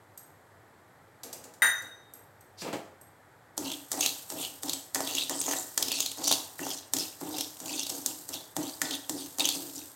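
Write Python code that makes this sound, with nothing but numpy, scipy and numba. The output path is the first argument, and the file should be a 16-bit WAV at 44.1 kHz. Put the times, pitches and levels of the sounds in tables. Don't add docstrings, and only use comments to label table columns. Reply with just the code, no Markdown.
import sys
import numpy as np
from scipy import signal
from scipy.fft import rfft, irfft
from scipy.io import wavfile
from numba import njit

SR = 44100
rng = np.random.default_rng(int(sys.argv[2]) if len(sys.argv) > 2 else 0)


def store_wav(level_fs):
    pcm = np.round(np.clip(np.atleast_2d(level_fs), -1, 1) * 32767)
    wavfile.write(sys.argv[1], SR, pcm.T.astype(np.int16))


N = 438794
TIME = np.arange(N) / SR

# hz, level_db (per Hz)
HUSH_SPECTRUM = [(15, -69), (25, -28), (70, -19), (92, -2.5), (217, -14.5), (270, -12), (309, -11),
                 (607, -10.5), (734, -10.5), (796, -8.5), (1070, -13.5), (1890, -15.5), (2760, -30.5),
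                 (3340, -28), (6000, -34.5), (8100, -29.5), (9800, -37.5), (11600, -30.5), (16000, -43)]
HUSH_DB = -58
LOW_HUM_HZ, LOW_HUM_DB = 95, -74.5
# hz, t60_s
KITCHEN_DECAY = [(200, 0.43), (1400, 0.61), (4000, 0.28), (9000, 0.66), (16000, 0.31)]

# start_s, tick_db, ring_db, thump_db
UTENSIL_TAPS = [(0.175, -45.5, -39.5, -84), (1.233, -34.5, -41, -48), (1.328, -34.5, -40, -49.5),
                (1.439, -42.5, -66, -54.5), (1.537, -49, -64, -77), (1.782, -51, -56, -82),
                (1.819, -46, -43, -54), (2.136, -51.5, -37, -60), (2.408, -59, -48, -77),
                (3.012, -64, -41.5, -82)]
# hz, width_hz, level_db
UTENSIL_MODES = [(7540, 110, -14), (8230, 130, 5.5), (11550, 91, 5), (12500, 140, 4), (14500, 230, -4)]

# start_s, level_db
CUP_CLINKS = [(1.6199, -20.5), (1.6444, -27.5)]
# hz, level_db, t60_s
CUP_MODES = [(1480, -11, 0.19), (1555, -30, .2), (1592, -16, .22), (1635, -18, 0.15), (1786, -17, 0.2),
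             (1850, 1, 0.26), (1917, -19, .22), (1978, 4, 0.12), (3798, -9.5, 0.64), (3722, -10, 0.78),
             (6115, -3.5, .42), (6140, -11, .42), (7070, -12, .26), (9005, -2, 0.15), (10350, -9.5, .2),
             (12450, -15, 0.2), (13420, -19, .26), (14240, -15, 0.18), (15060, -25, .27)]
# hz, level_db (per Hz)
CLANG_SPECTRUM = [(60, -35), (250, -23.5), (600, -19.5), (1000, -8.5), (1300, -9), (1580, 5), (1950, -2),
                  (2300, -13), (5000, -27), (16000, -29)]
# start_s, thud_db, scuff_db, thud_decay_s
CUP_KNOCKS = [(2.618, -38, -41.5, 0.036), (2.645, -35, -63, 0.041), (2.672, -32.5, -59, .028),
              (2.728, -29.5, -40.5, .025)]
# time_s, level_db
CUP_SKID = [(2.565, -82), (2.585, -48.5), (2.603, -46.5), (2.62, -40), (2.64, -80)]
# hz, level_db (per Hz)
THUD_SPECTRUM = [(70, -24), (160, -6.5), (300, -3), (580, -0.5), (850, -7), (1600, -17.5), (2500, -15.5),
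                 (8000, -35)]
# hz, level_db (per Hz)
SCUFF_SPECTRUM = [(500, -6), (2500, 0.5), (5500, -4.5), (8000, 1.5), (10000, -12), (13000, -10),
                  (16000, -20)]

# start_s, time_to_wall_s, time_to_lift_s, settling_t60_s, landing_click_db, blade_ring_db,
# bowl_hum_db, edge_judder_db, grinding_db, sliding_db, wall_pitch_hz
STIR_STROKES = [ (3.578, 0.092, 0.12, 1.14, -19, -70, -31, -43, -34.5, -39.5, 3380),
                (3.917, 0.11, 0.14, 1.3, -17.5, -39, -40.5, -36.5, -26.5, -36, 3740),
                (4.302, .12, 0.11, 0.62, -25, -45, -41.5, -44, -30.5, -33.5, 3030),
                (4.633, 0.03, 0.089, 0.76, -23, -42.5, -39, -43, -36.5, -38, 3900),
                (4.947, .13, 0.28, 0.27, -14.5, -34.5, -43, -32.5, -32, -35, 4320),
                (5.296, 0.0073, 0.21, 0.56, -20, -34.5, -37, -34, -36, -42, 5640),
                (5.461, 0.067, 0.099, 1.5, -38, -50, -41.5, -33.5, -35, -35.5, 5500),
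                (5.777, 0.14, 0.24, .8, -12, -30.5, -43, -46, -30.5, -43, 3830),
                (6.174, 0.087, .16, 2.1, -42, -48, -42, -42, -29, -39.5, 4740),
                (6.593, 0.11, 0.12, 0.28, -39, -31, -38, -43.5, -28, -37.5, 3930),
                (6.936, 0.066, 0.076, 1.04, -13, -35, -32, -47.5, -31, -37.5, 4070),
                (7.213, 0.16, 0.18, 1.2, -34, -62, -35, -44, -34.5, -38, 4060),
                (7.602, .11, .19, 1.1, -30, -55, -42.5, -45.5, -29.5, -40, 4380),
                (7.896, 0.058, 0.083, 0.52, -24.5, -79, -43, -47, -44, -36.5, 5300),
                (8.061, 0.014, 0.052, 1.55, -14.5, -51, -44, -49.5, -44, -41, 5030),
                (8.29, 0.047, 0.056, 0.44, -26, -50, -47, -45.5, -39, -42, 3570),
                (8.566, 0.033, .12, 2.1, -20.5, -36.5, -26.5, -40, -42, -40.5, 4080),
                (8.817, 0.035, 0.12, 1.6, -15.5, -21.5, -34, -38, -34, -50, 3600),
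                (9.095, 0.12, 0.11, 3.4, -18, -38.5, -30.5, -51.5, -34, -43, 4300),
                (9.385, 0.017, 0.11, 0.82, -23.5, -44, -36, -33, -30, -45, 3800),
                (9.550, 0.023, 0.11, 0.69, -44, -49, -38.5, -49.5, -47, -39, 4900),
                (9.740, 0.027, 0.061, .8, -45, -77, -51, -63, -43.5, -45, 4740), ]
# start_s, click_db, bowl_db, blade_db
STEEL_SNAGS = [(3.9294, -24, -55, -53), (4.957, -22, -34.5, -26), (5.0054, -24, -29.5, -34),
               (5.5111, -22, -34, -32), (5.5348, -24, -36.5, -28), (6.2768, -18, -33, -56),
               (6.3123, -27, -26.5, -38), (6.3244, -20, -34.5, -51), (6.667, -32, -33.5, -50)]
# start_s, peak_db, pitch_hz
GRAIN_CRACKS = [(3.717, -18, 2720), (4.0085, -8, 6500), (4.0617, -7, 3900), (4.0799, -22, 3980),
                (4.0904, -16.5, 4430), (4.4282, -22, 2800), (4.4493, -20, 2620), (4.6956, -12.5, 4540),
                (4.7333, -13, 8100), (5.0739, -17, 3300), (5.151, -14.5, 6740), (5.1832, -14, 3380),
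                (5.4146, -14, 6400), (5.8262, -7, 5000), (5.883, -14.5, 5170), (5.9175, -11, 2860),
                (6.0041, -8, 6800), (6.0612, -12, 4120), (6.027, -18, 3500), (6.116, -18.5, 8960),
                (6.2416, -16.5, 5700), (6.2794, -11, 6000), (6.3141, -5, 3770), (6.3254, -9, 4300),
                (6.967, -14, 5420), (6.986, -16, 5760), (7.384, -14.5, 5400), (7.409, -12, 5400),
                (7.5692, -31, 8600), (7.659, -23, 6560), (7.8325, -18.5, 3760), (7.867, -16.5, 4490),
                (7.9, -16, 4960), (8.3404, -16, 3500), (8.9095, -17, 3720), (9.397, -10, 4660),
                (9.4547, -10.5, 6250), (9.4893, -8, 4370), (9.697, -30, 7050)]
# hz, width_hz, level_db
BOWL_MODES = [(109, 7.8, -16), (175, 49, -7.5), (279, 7.5, 11.5), (301, 21, 3), (305, 7.9, -2.5),
              (342.4, 7.2, 3)]
# hz, width_hz, level_db
WALL_MODES = [(422, 91, -14), (412, 81, -8), (541, 130, -5), (635, 51, -0.5), (755, 51, 2), (860, 69, -3.5),
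              (1040, 36, -23)]
# hz, width_hz, level_db
BLADE_MODES = [(1340, 50, 1), (1505, 65, 13.5), (1788, 59, 17), (1896, 34, 19), (1970, 40, -27)]
# hz, level_db (per Hz)
GRIND_SPECTRUM = [(60, -48), (1000, -20), (2200, -3.5), (2800, 0), (4200, -1.5), (5400, -2), (6500, 2),
                  (8000, 4), (10000, 7), (16000, -31)]
# hz, level_db (per Hz)
SLIDE_SPECTRUM = [(40, -61), (500, -4), (2000, -21), (4000, -7.5), (6500, -6), (8500, 1.5), (10000, -11),
                  (12000, -0.5), (14000, -4), (16000, -11)]
# hz, level_db (per Hz)
CLICK_SPECTRUM = [(25, -55), (100, -20), (600, -6), (2500, -14), (3500, -2), (5000, 1), (7500, 6.5),
                  (10000, -1.5), (12500, -1.5), (16000, -7)]
# hz, level_db (per Hz)
CRACK_SPECTRUM = [(25, -67), (80, -13), (300, -10.5), (850, -7.5), (1600, -20), (2400, -9.5), (3300, 0.5),
                  (5200, -3.5), (6600, 1), (10000, -7), (12000, -5), (16000, -10.5)]

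BITE_S = 0.004
LEAD_IN_S, LEAD_IN_DB = 0.014, 4.5
FLAT_HZ, GRIND_SWELL_DB, SLIDE_SWELL_DB = 6400, 14.5, 7.5
PITCH_WANDER_OCTAVES, PITCH_WANDER_PER_S = 0.064, 25
PATCH_OCTAVES, PATCH_DB, PATCH_PER_S = 0.069, 4, 22
DRAG_HUM_DB, DRAG_JUDDER_DB, RELAX_S = -43.5, -44, 0.091
HUM_FALL_DB_PER_S, JUDDER_FALL_DB_PER_S = 17, 56
HUM_RELEASE_DB_PER_S, JUDDER_RELEASE_DB_PER_S, GRIND_RELEASE_DB_PER_S = 148, 103, 183

CUP_LEAN = 0.2
# low_hz, high_hz, share_added_left (and taken from the right)
STEREO_BANDS = [(1580, 1960, 0.23), (8100, 8600, -0.11)]
CUTOFF_HZ = 16000


def from_db(db):
    return 10 ** (np.asarray(db) / 20)


def rms_one(x):
    return x / np.sqrt(np.mean(x ** 2) + 1e-20)


def at_hz(points, hz):
    known, values = np.transpose(points)
    return np.interp(np.log(np.maximum(hz, 1)), np.log(known), values)


def band_pass(x, low_hz, high_hz, order=2):
    return signal.sosfilt(signal.butter(order, [low_hz, high_hz], "band", fs=SR, output="sos"), x)


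def drift(rate):
    knots = rng.standard_normal(N // 16)
    return rms_one(np.interp(TIME * rate, np.arange(len(knots)), knots))


def through(x, response):
    return signal.oaconvolve(x, response / np.linalg.norm(response))[:N]


def colour(spectrum, size=4096):
    gain = from_db(at_hz(spectrum, np.fft.rfftfreq(size, 1 / SR)))
    cepstrum = irfft(np.log(gain))
    return irfft(np.exp(rfft(2 * cepstrum[:size // 2], size)))


def body(resonances, size=8192):
    t = TIME[:size]
    modes = 0
    for hz, width, db in resonances:
        decay = np.exp(-np.pi * width * t)
        modes = modes + from_db(db) * width * decay * np.cos(2 * np.pi * hz * t)
    return band_pass(modes, 0.78 * resonances[0][0], min(2 * resonances[-1][0], CUTOFF_HZ))


@njit
def resonate(x, angle, radius):
    y = np.zeros(len(x))
    gain = np.sqrt((1 - radius ** 2) / 2)
    for i in range(2, len(x)):
        ringing = 2 * radius * np.cos(angle[i]) * y[i - 1] - radius ** 2 * y[i - 2]
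        y[i] = gain * (x[i] - x[i - 2]) + ringing
    return y


def sing(x, hz, width_hz):
    return resonate(x, 2 * np.pi * hz / SR * np.ones(len(x)), np.exp(-np.pi * width_hz / SR))


def burst(decay_s, rise_s, size=8192):
    t = TIME[:size]
    return rng.standard_normal(size) * np.exp(-t / decay_s) * (1 - np.exp(-t / rise_s))


def add(track, s, sound):
    start = int(s * SR)
    track[start:start + len(sound)] += sound[:N - start]


def grains(per_s, spread_db, clump_db, clump_rate):
    sizes = from_db(spread_db * np.minimum(rng.exponential(1, N), 4)) * rng.choice([-1, 1], N)
    hits = rng.random(N) < per_s / SR
    clumps = from_db(clump_db * np.clip(drift(clump_rate), -2, 2))
    return rms_one(sizes * hits * clumps)


def room_hush():
    return from_db(HUSH_DB) * through(rng.standard_normal(N), colour(HUSH_SPECTRUM))


def low_hum():
    return from_db(LOW_HUM_DB) * np.sin(2 * np.pi * LOW_HUM_HZ * TIME) * (1 + 0.5 * drift(13))


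def kitchen(count=7):
    t = TIME[:SR]
    edges = np.geomspace(80, 18000, count + 1)
    tail = 0
    for low, high in zip(edges, edges[1:]):
        band = band_pass(rng.standard_normal(SR), low, high)
        tail = tail + band * from_db(-60 * t / at_hz(KITCHEN_DECAY, np.sqrt(low * high)))
    return tail * (1 - np.exp(-(t / 0.00067) ** 2))


def taps():
    ticks, rings, thumps = np.zeros((3, N))
    for s, tick_db, ring_db, thump_db in UTENSIL_TAPS:
        add(ticks, s, from_db(tick_db) * burst(decay_s=0.0089, rise_s=0.00091))
        add(rings, s, from_db(ring_db + 4) * burst(decay_s=0.0025, rise_s=0.00096))
        add(thumps, s, from_db(thump_db) * burst(decay_s=0.07, rise_s=0.003))
    tick = through(ticks, colour(CLICK_SPECTRUM))
    return tick + through(rings, body(UTENSIL_MODES)) + through(thumps, colour(THUD_SPECTRUM))


def cup():
    t = TIME[:SR]
    attack = 1 - np.exp(-t / 0.0012)
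    ring, clang = np.zeros((2, N))
    for s, db in CUP_CLINKS:
        for hz, level_db, t60 in CUP_MODES:
            flutter = 1 + 0.5 * (drift(61) + 1j * drift(64))[:SR]
            mode = np.real(flutter * np.exp(2j * np.pi * (hz * t + rng.random())))
            add(ring, s, from_db(db - 3.5 + level_db - 60 * t / t60) * mode * attack)
        add(clang, s, from_db(db + 1.5) * burst(decay_s=0.024, rise_s=0.00051))
    return ring + through(clang, colour(CLANG_SPECTRUM))


def set_down():
    thud, scuff = np.zeros((2, N))
    for s, thud_db, scuff_db, decay_s in CUP_KNOCKS:
        add(thud, s, from_db(thud_db) * burst(decay_s, rise_s=0.0022))
        add(scuff, s, from_db(scuff_db) * burst(decay_s * 0.83, rise_s=0.00036))
    skid_db = np.interp(TIME, *np.transpose(CUP_SKID), left=-140, right=-140)
    skid = sing(from_db(skid_db) * rng.standard_normal(N), 4840, width_hz=1400)
    return through(thud, colour(THUD_SPECTRUM)) + through(scuff, colour(SCUFF_SPECTRUM)) + skid


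def landings():
    click, bowl, blade = np.zeros((3, N))
    touchdowns = [(s, click_db, hum_db - 6.0, blade_db)
                  for s, _, _, _, click_db, blade_db, hum_db, *_ in STIR_STROKES]
    for s, click_db, bowl_db, blade_db in touchdowns + list(STEEL_SNAGS):
        add(click, s - 0.0008, from_db(click_db + 2.0) * burst(decay_s=0.0028, rise_s=0.0028))
        add(click, s + 0.0005, from_db([click_db + 12.5]))
        add(bowl, s, from_db([bowl_db + 24.5]))
        add(blade, s, from_db([blade_db + 18.5]))
    thump = through(bowl, body(WALL_MODES)) + from_db(-4) * through(bowl, body(BOWL_MODES))
    return through(click, colour(CLICK_SPECTRUM)) + thump + through(blade, body(BLADE_MODES))


def cracks():
    out, snaps = np.zeros((2, N))
    for s, db, hz in GRAIN_CRACKS:
        crunch = from_db(-12) * burst(decay_s=0.0016, rise_s=0.00032, size=1024)[::-1]
        shards = np.concatenate([crunch, burst(decay_s=0.0026, rise_s=0.001)])
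        pitched = shards + 0.5 * sing(shards, hz, width_hz=410)
        add(out, s - 0.0006 - len(crunch) / SR, from_db(db - 8.5) * pitched)
        add(snaps, s + 0.00037, from_db([db + 4]))
    return through(out + snaps, colour(CRACK_SPECTRUM))


def relaxed(db, drag_db, t):
    return db - max(db - drag_db, 0) * (1 - np.exp(-t / RELAX_S))


def strokes():
    t = TIME[:SR]
    hum, judder, grind, slide = np.zeros((4, N))
    pitch = np.ones(N) * FLAT_HZ
    bite = 1 - np.exp(-t / BITE_S)
    lead_in = np.interp(t, [0, LEAD_IN_S, LEAD_IN_S + BITE_S], [0, 1, 0])
    for s, wall_s, lift_s, settle_s, _, _, hum_db, judder_db, grind_db, slide_db, wall_hz in STIR_STROKES:
        way = np.minimum(t / wall_s, 1)
        on_wall, lifted = np.maximum(t - wall_s, 0), np.maximum(t - lift_s, 0)
        hum_loss_db = HUM_FALL_DB_PER_S * on_wall + HUM_RELEASE_DB_PER_S * lifted
        judder_loss_db = JUDDER_FALL_DB_PER_S * on_wall + JUDDER_RELEASE_DB_PER_S * lifted
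        grind_loss_db = GRIND_SWELL_DB * (1 - way ** 2) + GRIND_RELEASE_DB_PER_S * lifted
        settling = np.exp(-np.log(1000) * lifted / settle_s)
        add(hum, s, bite * from_db(relaxed(hum_db, DRAG_HUM_DB, t) - hum_loss_db))
        add(judder, s, bite * from_db(relaxed(judder_db, DRAG_JUDDER_DB, t) - judder_loss_db))
        add(grind, s, bite * from_db(grind_db - grind_loss_db))
        add(slide, s, bite * from_db(slide_db - SLIDE_SWELL_DB * (1.5 - way)) * settling)
        add(slide, s - LEAD_IN_S, lead_in * from_db(slide_db - SLIDE_SWELL_DB + LEAD_IN_DB))
        start = int(s * SR)
        pitch[start:start + SR] = (FLAT_HZ * (wall_hz / FLAT_HZ) ** (way ** 2))[:N - start]
    wander = 2 ** (PITCH_WANDER_OCTAVES * drift(PITCH_WANDER_PER_S))
    return hum, judder, grind, slide, pitch * wander


def grinding(level, pitch, count=8):
    patches = 0
    for hz in np.geomspace(2800, 8500, count):
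        near = from_db(10.7 * np.exp(-(np.log(hz / pitch) / 0.37) ** 2))
        grit = grains(per_s=1400, spread_db=5.0, clump_db=5.5, clump_rate=54)
        waver = 2 ** (PATCH_OCTAVES * drift(PATCH_PER_S))
        strength = from_db(PATCH_DB * drift(PATCH_PER_S))
        patches = patches + sing(level * near * grit * strength, hz * waver, width_hz=0.075 * hz)
    slips = rms_one(from_db(2.3 * np.clip(drift(260), -2, 2)))
    rasp = sing(level * grains(per_s=900, spread_db=0.0, clump_db=6.5, clump_rate=94), pitch, width_hz=530)
    lone = level * grains(per_s=58, spread_db=1.0, clump_db=3.5, clump_rate=6.1)
    specks = through(lone, burst(decay_s=0.00029, rise_s=0.0001))
    crushed = level * grains(per_s=60, spread_db=3.0, clump_db=2.5, clump_rate=8)
    lumps = through(crushed, burst(decay_s=0.0008, rise_s=0.00041))
    crunch = through(from_db(-9.0) * specks + lumps, colour(CRACK_SPECTRUM))
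    return through(patches * slips / np.sqrt(count) + from_db(-5.5) * rasp, colour(GRIND_SPECTRUM)) + crunch


def stirring():
    hum, judder, grind, slide, pitch = strokes()
    rumble = hum * grains(per_s=2500, spread_db=3.5, clump_db=-0.64, clump_rate=62)
    bowl = through(rumble, body(BOWL_MODES))
    slips = judder * grains(per_s=1800, spread_db=4.5, clump_db=1.5, clump_rate=83)
    pressure = np.minimum(judder / from_db(-27.0), 1)
    wall = through(slips, body(WALL_MODES))
    blade = through(slips * pressure, body(BLADE_MODES))
    steel = from_db(-3.5) * wall + from_db(-4.5) * blade
    heap = slide * grains(per_s=9000, spread_db=-1.0, clump_db=3.0, clump_rate=330)
    sliding = through(heap, colour(SLIDE_SPECTRUM))
    return from_db(-3.5) * bowl + steel + from_db(-14.0) * grinding(grind, pitch) + from_db(-3.5) * sliding


def scene(count=4):
    stir, clink, knock, ticks = stirring(), cup(), set_down(), taps()
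    send = from_db(-10.0) * stir + from_db(-3) * clink + from_db(-4.5) * knock + from_db(-2.5) * ticks
    echoes = sum(through(landings() + cracks(), kitchen()) for wall in range(count)) / np.sqrt(count)
    room = through(send, kitchen()) + from_db(-5.5) * echoes
    lean = CUP_LEAN * band_pass(clink, 1250, 2100, order=1)
    background = room_hush() + low_hum() + room
    return background + ticks + clink + knock + stir + landings() + cracks() + np.array([lean, -lean])


def record(dry):
    side = sum(share * band_pass(dry[0], low, high) for low, high, share in STEREO_BANDS)
    top_cut = signal.ellip(12, 0.1, 80, CUTOFF_HZ, fs=SR, output="sos")
    return signal.sosfilt(top_cut, dry + [side, -side])


dry = scene()
out = record(dry)
store_wav(out)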